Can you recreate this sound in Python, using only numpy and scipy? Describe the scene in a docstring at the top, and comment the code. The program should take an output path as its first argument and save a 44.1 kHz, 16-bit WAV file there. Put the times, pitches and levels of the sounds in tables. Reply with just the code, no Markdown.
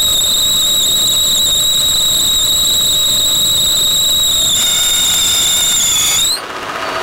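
"""Loose drive belt, bonnet up

Close to the open bay of an idling car, one microphone. The belt sticks and slips on its pulley, a squeal
that wobbles with every turn; as the throttle is eased open it rasps, then grips and falls silent.
The squeal overloads the microphone and holds its gain down, so the engine swells once it stops."""
import sys
import numpy as np
from scipy import signal
from scipy.fft import rfft, irfft, next_fast_len
from scipy.io import wavfile
from scipy.ndimage import uniform_filter1d

SR = 44100
rng = np.random.default_rng(int(sys.argv[2]) if len(sys.argv) > 2 else 0)


def int16_out(signal):
    """Quantize to a 16-bit WAV file."""
    q = np.round(np.clip(np.atleast_2d(signal).T, -1, 1) * 32767)
    wavfile.write(sys.argv[1], SR, q.astype(np.int16))


N = 309968
TIME = np.arange(N) / SR
IDLE_TURNS_PER_S = 10.8   # "revs" are crank turns per second above this
GRIP_S, GRIP_LENGTH_S = 6.148, .26


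def from_db(db):
    """Decibels to gain."""
    return 10 ** (np.asarray(db) / 20)


def unit_rms(x):
    """Scale to unit power."""
    return x / np.sqrt(np.mean(x ** 2) + 1e-20)


def phase_of(hz):
    """Running phase in radians."""
    return 2 * np.pi * np.cumsum(hz) / SR


def ramp(start_s, length_s):
    """Rises evenly from 0 to 1 and stays there."""
    return np.clip((TIME - start_s) / length_s, 0, 1)


def bump(centre_s, width_s):
    """A bell curve in time, of height 1."""
    return np.exp(-.5 * ((TIME - centre_s) / width_s) ** 2)


def drift(hz):
    """Random wander of unit power, mostly slower than hz."""
    r = np.exp(-2 * np.pi * hz / SR)
    return unit_rms(signal.lfilter([1], [1, -2 * r, r * r], rng.standard_normal(N + SR))[SR:])


def wavering_tone(phase, waver_db, waver_hz):
    """A sine of unit power whose level wanders."""
    return unit_rms(np.sin(phase) * from_db(waver_db * drift(waver_hz)))


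def coloured_noise(spectrum):
    """Noise of unit power, shaped by rows of f/Hz, level/dB."""
    hz, db = np.transpose(spectrum)
    size = next_fast_len(N)
    bins = np.maximum(np.fft.rfftfreq(size, 1 / SR), 1)
    gain = from_db(np.interp(np.log(bins), np.log(hz), db))
    return unit_rms(irfft(rfft(rng.standard_normal(size)) * gain, size)[:N])


def resonate(x, hz, width_hz):
    """A two-pole resonance."""
    r = np.exp(-np.pi * width_hz / SR)
    return signal.lfilter([1, 0, -1], [1, -2 * r * np.cos(2 * np.pi * hz / SR), r * r], x)


def filtered(x, order, hz, kind):
    """A low-, high- or band-pass filter."""
    return signal.sosfilt(signal.butter(order, hz, kind, fs=SR, output="sos"), x)


# Belt tension swinging with crank and pulleys: cycles/turn, pitch swing at idle/Hz
TENSION_SWINGS = [(.867, 13.54), (1, 27), (1.89, 34), (2, 56), (2.405, 64), (3, 20.6), (3.78, 32.73),
                  (4.24, 19.05), (5, 20.3)]
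def tension_wobble(crank, speed, sag_hz=750):
    """Pitch swing in Hz, less at speed; slack lowers the tone more than tension raises it."""
    swing = sum(hz * np.sin(per_turn * crank + rng.uniform(0, 2 * np.pi))
                for per_turn, hz in TENSION_SWINGS)
    swing *= (IDLE_TURNS_PER_S / speed) ** 1.7
    return swing - (swing ** 2 - np.mean(swing ** 2)) / sag_hz


# Moments when the belt goes slack: t/s, pitch drop/Hz
SLACK_MOMENTS = [(.188, 190.2), (0.639, 230.4), (.835, 310), (1.378, 260), (1.48, 180), (1.527, 190),
                 (1.576, 170), (2.412, 270), (4.536, 230), (5.809, 270)]
def squeal_pitch(revs, grip, wobble, rasp, idle_hz=3837, sag_hz_per_rev=108, grip_rise_hz=1263):
    """The stick-slip rate sinks with revs, climbs with grip and follows the tension unless slack."""
    centre = idle_hz - sag_hz_per_rev * revs + grip_rise_hz * grip ** 1.12
    for start_s, drop_hz in SLACK_MOMENTS:
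        slack = bump(start_s, width_s=.007)
        wobble = wobble * (1 - slack) - drop_hz * slack
    jitter_hz = 20 * drift(50.02) + 48 * drift(500.7) + (24 * rasp + 80 * grip) * drift(151.3)
    return centre + wobble + jitter_hz


# Echoes reaching the microphone off block, wings and bonnet: delay/s, level/dB
BAY_ECHOES = [(.0013, -2.5), (.0024, -5.5), (.0037, -6), (.0051, -5), (.0068, -4), (.0089, -6.5),
              (0.0118, -13), (.0155, -11)]
def echo_paths(sway_s=.00007):
    """Each path through the bay lengthens and shortens a little as the microphone sways."""
    return [(TIME - delay + sway_s * drift(0.91), from_db(db)) for delay, db in BAY_ECHOES]


def through_bay(size, phase, paths, window_s=0.13):
    """Echoes add to and cancel a wobbling tone, so it flutters; its mean power is held at 1."""
    echoes = sum(gain * np.interp(when, TIME, size) * np.sin(np.interp(when, TIME, phase))
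                 for when, gain in paths)
    heard = size * np.sin(phase) + echoes
    return heard / np.sqrt(uniform_filter1d(heard ** 2, int(window_s * SR)) + 1e-9)


def squeal(phase, revs, grip, wobble, chop, paths, third_db=-16):
    """Three stick-slip partials; the octave grows with revs, breaks out briefly and weakens with grip."""
    octave_db = -4 + revs + 4.5 * bump(5.8, width_s=0.12) - 8 * grip
    swing = unit_rms(wobble)
    throb = from_db(0.46 * swing)   # a tighter belt sings louder
    trade = from_db(np.abs(swing))   # far off its usual pitch the fundamental yields to the octave
    partials = [(1, 0, throb / trade), (2, octave_db, throb * trade), (3, third_db, throb)]
    tone = sum(from_db(db) * through_bay(size * (1 + chop / np.sqrt(k)), k * phase, paths)
               for k, db, size in partials)
    return filtered(tone, 2, 1700, "high")   # the narrow belt radiates low side tones poorly


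# Friction hiss at the pulley: f/Hz, level/dB (spectral density)
HISS_SPECTRUM = [(100, -40), (700, -1.5), (1800, -6), (4000, -6), (6000, -5), (9000, -1.5), (12000, 0),
                 (16000, -14.5)]
def friction_hiss(rasp, steady_db=-27, rasp_db=-10, flicker_db=4):
    """The sliding belt gives a flickering hiss, louder while its ribs chatter."""
    level = from_db(steady_db) + from_db(rasp_db) * rasp
    return level * coloured_noise(HISS_SPECTRUM) * from_db(flicker_db * drift(84))


def belt(crank, speed, level_db=4):
    """The slipping belt squeals, hisses and rasps, then dies away ever faster as it grips."""
    revs = speed - IDLE_TURNS_PER_S
    grip = ramp(GRIP_S, GRIP_LENGTH_S)
    rasp = rasp_depth(revs)
    wobble = tension_wobble(crank, speed)
    paths = echo_paths()
    phase = phase_of(squeal_pitch(revs, grip, wobble, rasp))
    chatter, chop = rib_chatter(revs, rasp, paths)
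    sound = squeal(phase, revs, grip, wobble, chop, paths) + chatter + friction_hiss(rasp)
    fade = (np.maximum(TIME - GRIP_S, 0) / GRIP_LENGTH_S) ** 4.2
    return from_db(level_db - 29 * np.minimum(fade, 10)) * sound


# Engine clatter in the open bay: f/Hz, level/dB (spectral density)
CLATTER_SPECTRUM = [(24, -63), (40, -21), (199, -27), (276, -8), (372, -5), (570, -5), (663, -4),
                    (873, -11), (1240, -3.5), (2050, -10), (2840, -13), (3740, -15), (4680, -20),
                    (7000, -26), (16000, -41)]
# Ringing engine parts: f/Hz, bandwidth/Hz, level/dB
RINGING_PARTS = [(373, 29, -35.5), (638, 50, -29.5), (996, 200, -25.5), (1256, 26, -25.5), (1490, 270, -28),
                 (1753, 79, -33), (2852, 45, -29.5)]
def engine(crank, speed, clatter_db=-16.5, rumble_db=-32):
    """Valves tick over a low rumble; a knock once a turn, harder at speed, sets the parts ringing."""
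    knock = np.exp(4 * (np.cos(crank) - 1)) * (speed / speed.max()) ** 3
    ticks = np.exp(2 * (np.cos(7 * crank) - 1))
    # half of the clatter comes back alike every two turns, which draws it into engine orders
    since_cycle_s = np.mod(crank, 4 * np.pi) / (2 * np.pi * speed)
    metal = coloured_noise(CLATTER_SPECTRUM)
    metal += coloured_noise(CLATTER_SPECTRUM)[(since_cycle_s * SR).astype(int)]
    clatter = unit_rms(metal * from_db(3 * knock + 4 * ticks))
    blows = from_db(9 * knock + 4 * ticks)
    ringing = sum(from_db(db) * unit_rms(resonate(blows * rng.standard_normal(N), hz, width_hz))
                  for hz, width_hz, db in RINGING_PARTS)
    rumble = coloured_noise([(15, -20), (40, -10), (90, -4), (200, -4), (400, -15), (1500, -60)])
    return from_db(clatter_db) * clatter + ringing + from_db(rumble_db) * rumble


# Engine drone behind the belt: cycles/turn, level at the highest speed/dB
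DRONE_ORDERS = [(18.2, -32.5), (24.4, -30.5), (63.6, -28), (70.2, -27.5), (78.8, -28.5), (94, -37)]
def drone(crank, speed, db_per_rev=2):
    """Engine orders that grow with speed."""
    orders = sum(from_db(db) * wavering_tone(per_turn * crank, waver_db=-0.5, waver_hz=9)
                 for per_turn, db in DRONE_ORDERS)
    return from_db(db_per_rev * (speed - speed.max())) * orders


# Accessories whining in the bay: cycles/turn, relative level/dB
WHINE_ORDERS = [(50.5, -27), (55.3, -22), (60.4, -29.5), (92.7, -61), (98.4, -29.5), (116.2, -27)]
def accessory_whine(crank, speed, db_per_rev=-3, resonance_hz=650, half_width_hz=21):
    """The whine follows the crank, fainter with revs, and swells as it sweeps through a resonance."""
    uneven_crank = crank + phase_of(0.06 * drift(8.4))
    whine = sum(from_db(db) * wavering_tone(per_turn * uneven_crank, waver_db=2, waver_hz=12)
                for per_turn, db in WHINE_ORDERS)
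    strongest_hz = max(WHINE_ORDERS, key=lambda row: row[1])[0] * speed
    swell_db = 8.5 / (1 + ((strongest_hz - resonance_hz) / half_width_hz) ** 2)
    return from_db(-1 + db_per_rev * (speed - IDLE_TURNS_PER_S) + swell_db) * whine


def rasp_depth(revs, start_s=4.525, attack_s=0.0756, end_s=6.17, release_s=.12):
    """How hard the ribs chatter, from the first revs until the belt starts to grip."""
    held = ramp(start_s, attack_s) * (1 - ramp(end_s, release_s))
    return held * (0.421 + .11 * revs)


# The chattering belt mode and its octave chop the squeal: harmonic number, relative depth
CHOP_HARMONICS = [(1, .44), (2, .24)]
def rib_chatter(revs, rasp, paths, mode_hz=1468, sag_hz_per_rev=21.89, drop_hz=128):
    """A lower belt mode: returns its own tone and the chopping that gives the squeal side tones."""
    hardest_slip = (TIME > 5.92) & (TIME < 6.17)
    hz = mode_hz - sag_hz_per_rev * revs - drop_hz * hardest_slip
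    phase = phase_of(hz * (1 + .006 * drift(25.02) + .019 * drift(403)))
    tone = sum(from_db(db) * through_bay(np.ones(N), k * phase, paths) for k, db in [(1, -15), (2, -14)])
    chop = sum(depth * np.cos(k * phase) for k, depth in CHOP_HARMONICS)
    return rasp * tone, rasp * chop


# Whistles from the bay once the squeal has gone: t/s, f/Hz, level/dB
WHISTLE_ONSETS = [(6.68, 651, -22.5), (6.7, 1270, -35), (6.7, 2410, -34), (6.74, 4520, -31)]
def whistles(attack_s=0.13, jitter_hz=5):
    """Whistles set in at raised revs, each wavering about a pitch of its own."""
    sound = np.zeros(N)
    for start_s, hz, db in WHISTLE_ONSETS:
        tone = wavering_tone(phase_of(hz + jitter_hz * drift(33)), waver_db=2, waver_hz=11)
        sound += from_db(db) * ramp(start_s, attack_s) * tone
    return sound


# The crankshaft as the throttle is eased open: t/s, speed/(turns per s)
CRANK_SPEED = [(0, 10.8), (4.22, 10.78), (4.6, 12.5), (5.7, 12.5), (5.98, 14.2), (6.15, 14.25), (6.35, 16),
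               (6.6, 15.6), (7.03, 15)]
def scene(knock_s=6.503):
    """At the open bay, in mono: the crankshaft drives belt, engine and accessories."""
    speed = np.interp(TIME, *np.transpose(CRANK_SPEED))
    crank = phase_of(speed)
    crank -= np.interp(knock_s, TIME, crank)   # one knock lands at knock_s
    bay = belt(crank, speed) + engine(crank, speed) + drone(crank, speed)
    return (bay + accessory_whine(crank, speed) + whistles())[None]


def gain_control(x, target_db=-6, release_db_per_s=11, window_s=0.066):
    """Loud sound pulls the microphone's gain down at once; it creeps back afterwards."""
    level_db = 10 * np.log10(np.abs(uniform_filter1d(x ** 2, int(window_s * SR))) + 1e-12)
    release_db = release_db_per_s * TIME
    held_db = np.maximum.accumulate(level_db + release_db, axis=-1) - release_db
    return x * from_db(np.minimum(target_db - held_db, 0))


def overload(x, ceiling=0.32):
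    """Peaks flatten, which adds overtones and mixes the partials."""
    return x / (1 + (x / ceiling) ** 4) ** (1 / 4)


def record(dry, rumble_db=-29, rumble_band_hz=(55, 280), cutoff_hz=15750):
    """The close, overdriven microphone turns the squeal's flutter into rumble; the top is cut."""
    driven = gain_control(dry)
    power_swing = driven ** 2 - np.mean(driven[:, :SR] ** 2)
    flutter = filtered(power_swing, 2, 900, "low")
    rumble = unit_rms(filtered(flutter, 1, rumble_band_hz, "band"))
    flattened = overload(driven + from_db(rumble_db) * rumble)
    return signal.sosfiltfilt(signal.ellip(10, .05, 60, cutoff_hz, fs=SR, output="sos"), flattened)


dry = scene()
out = record(dry)
int16_out(out)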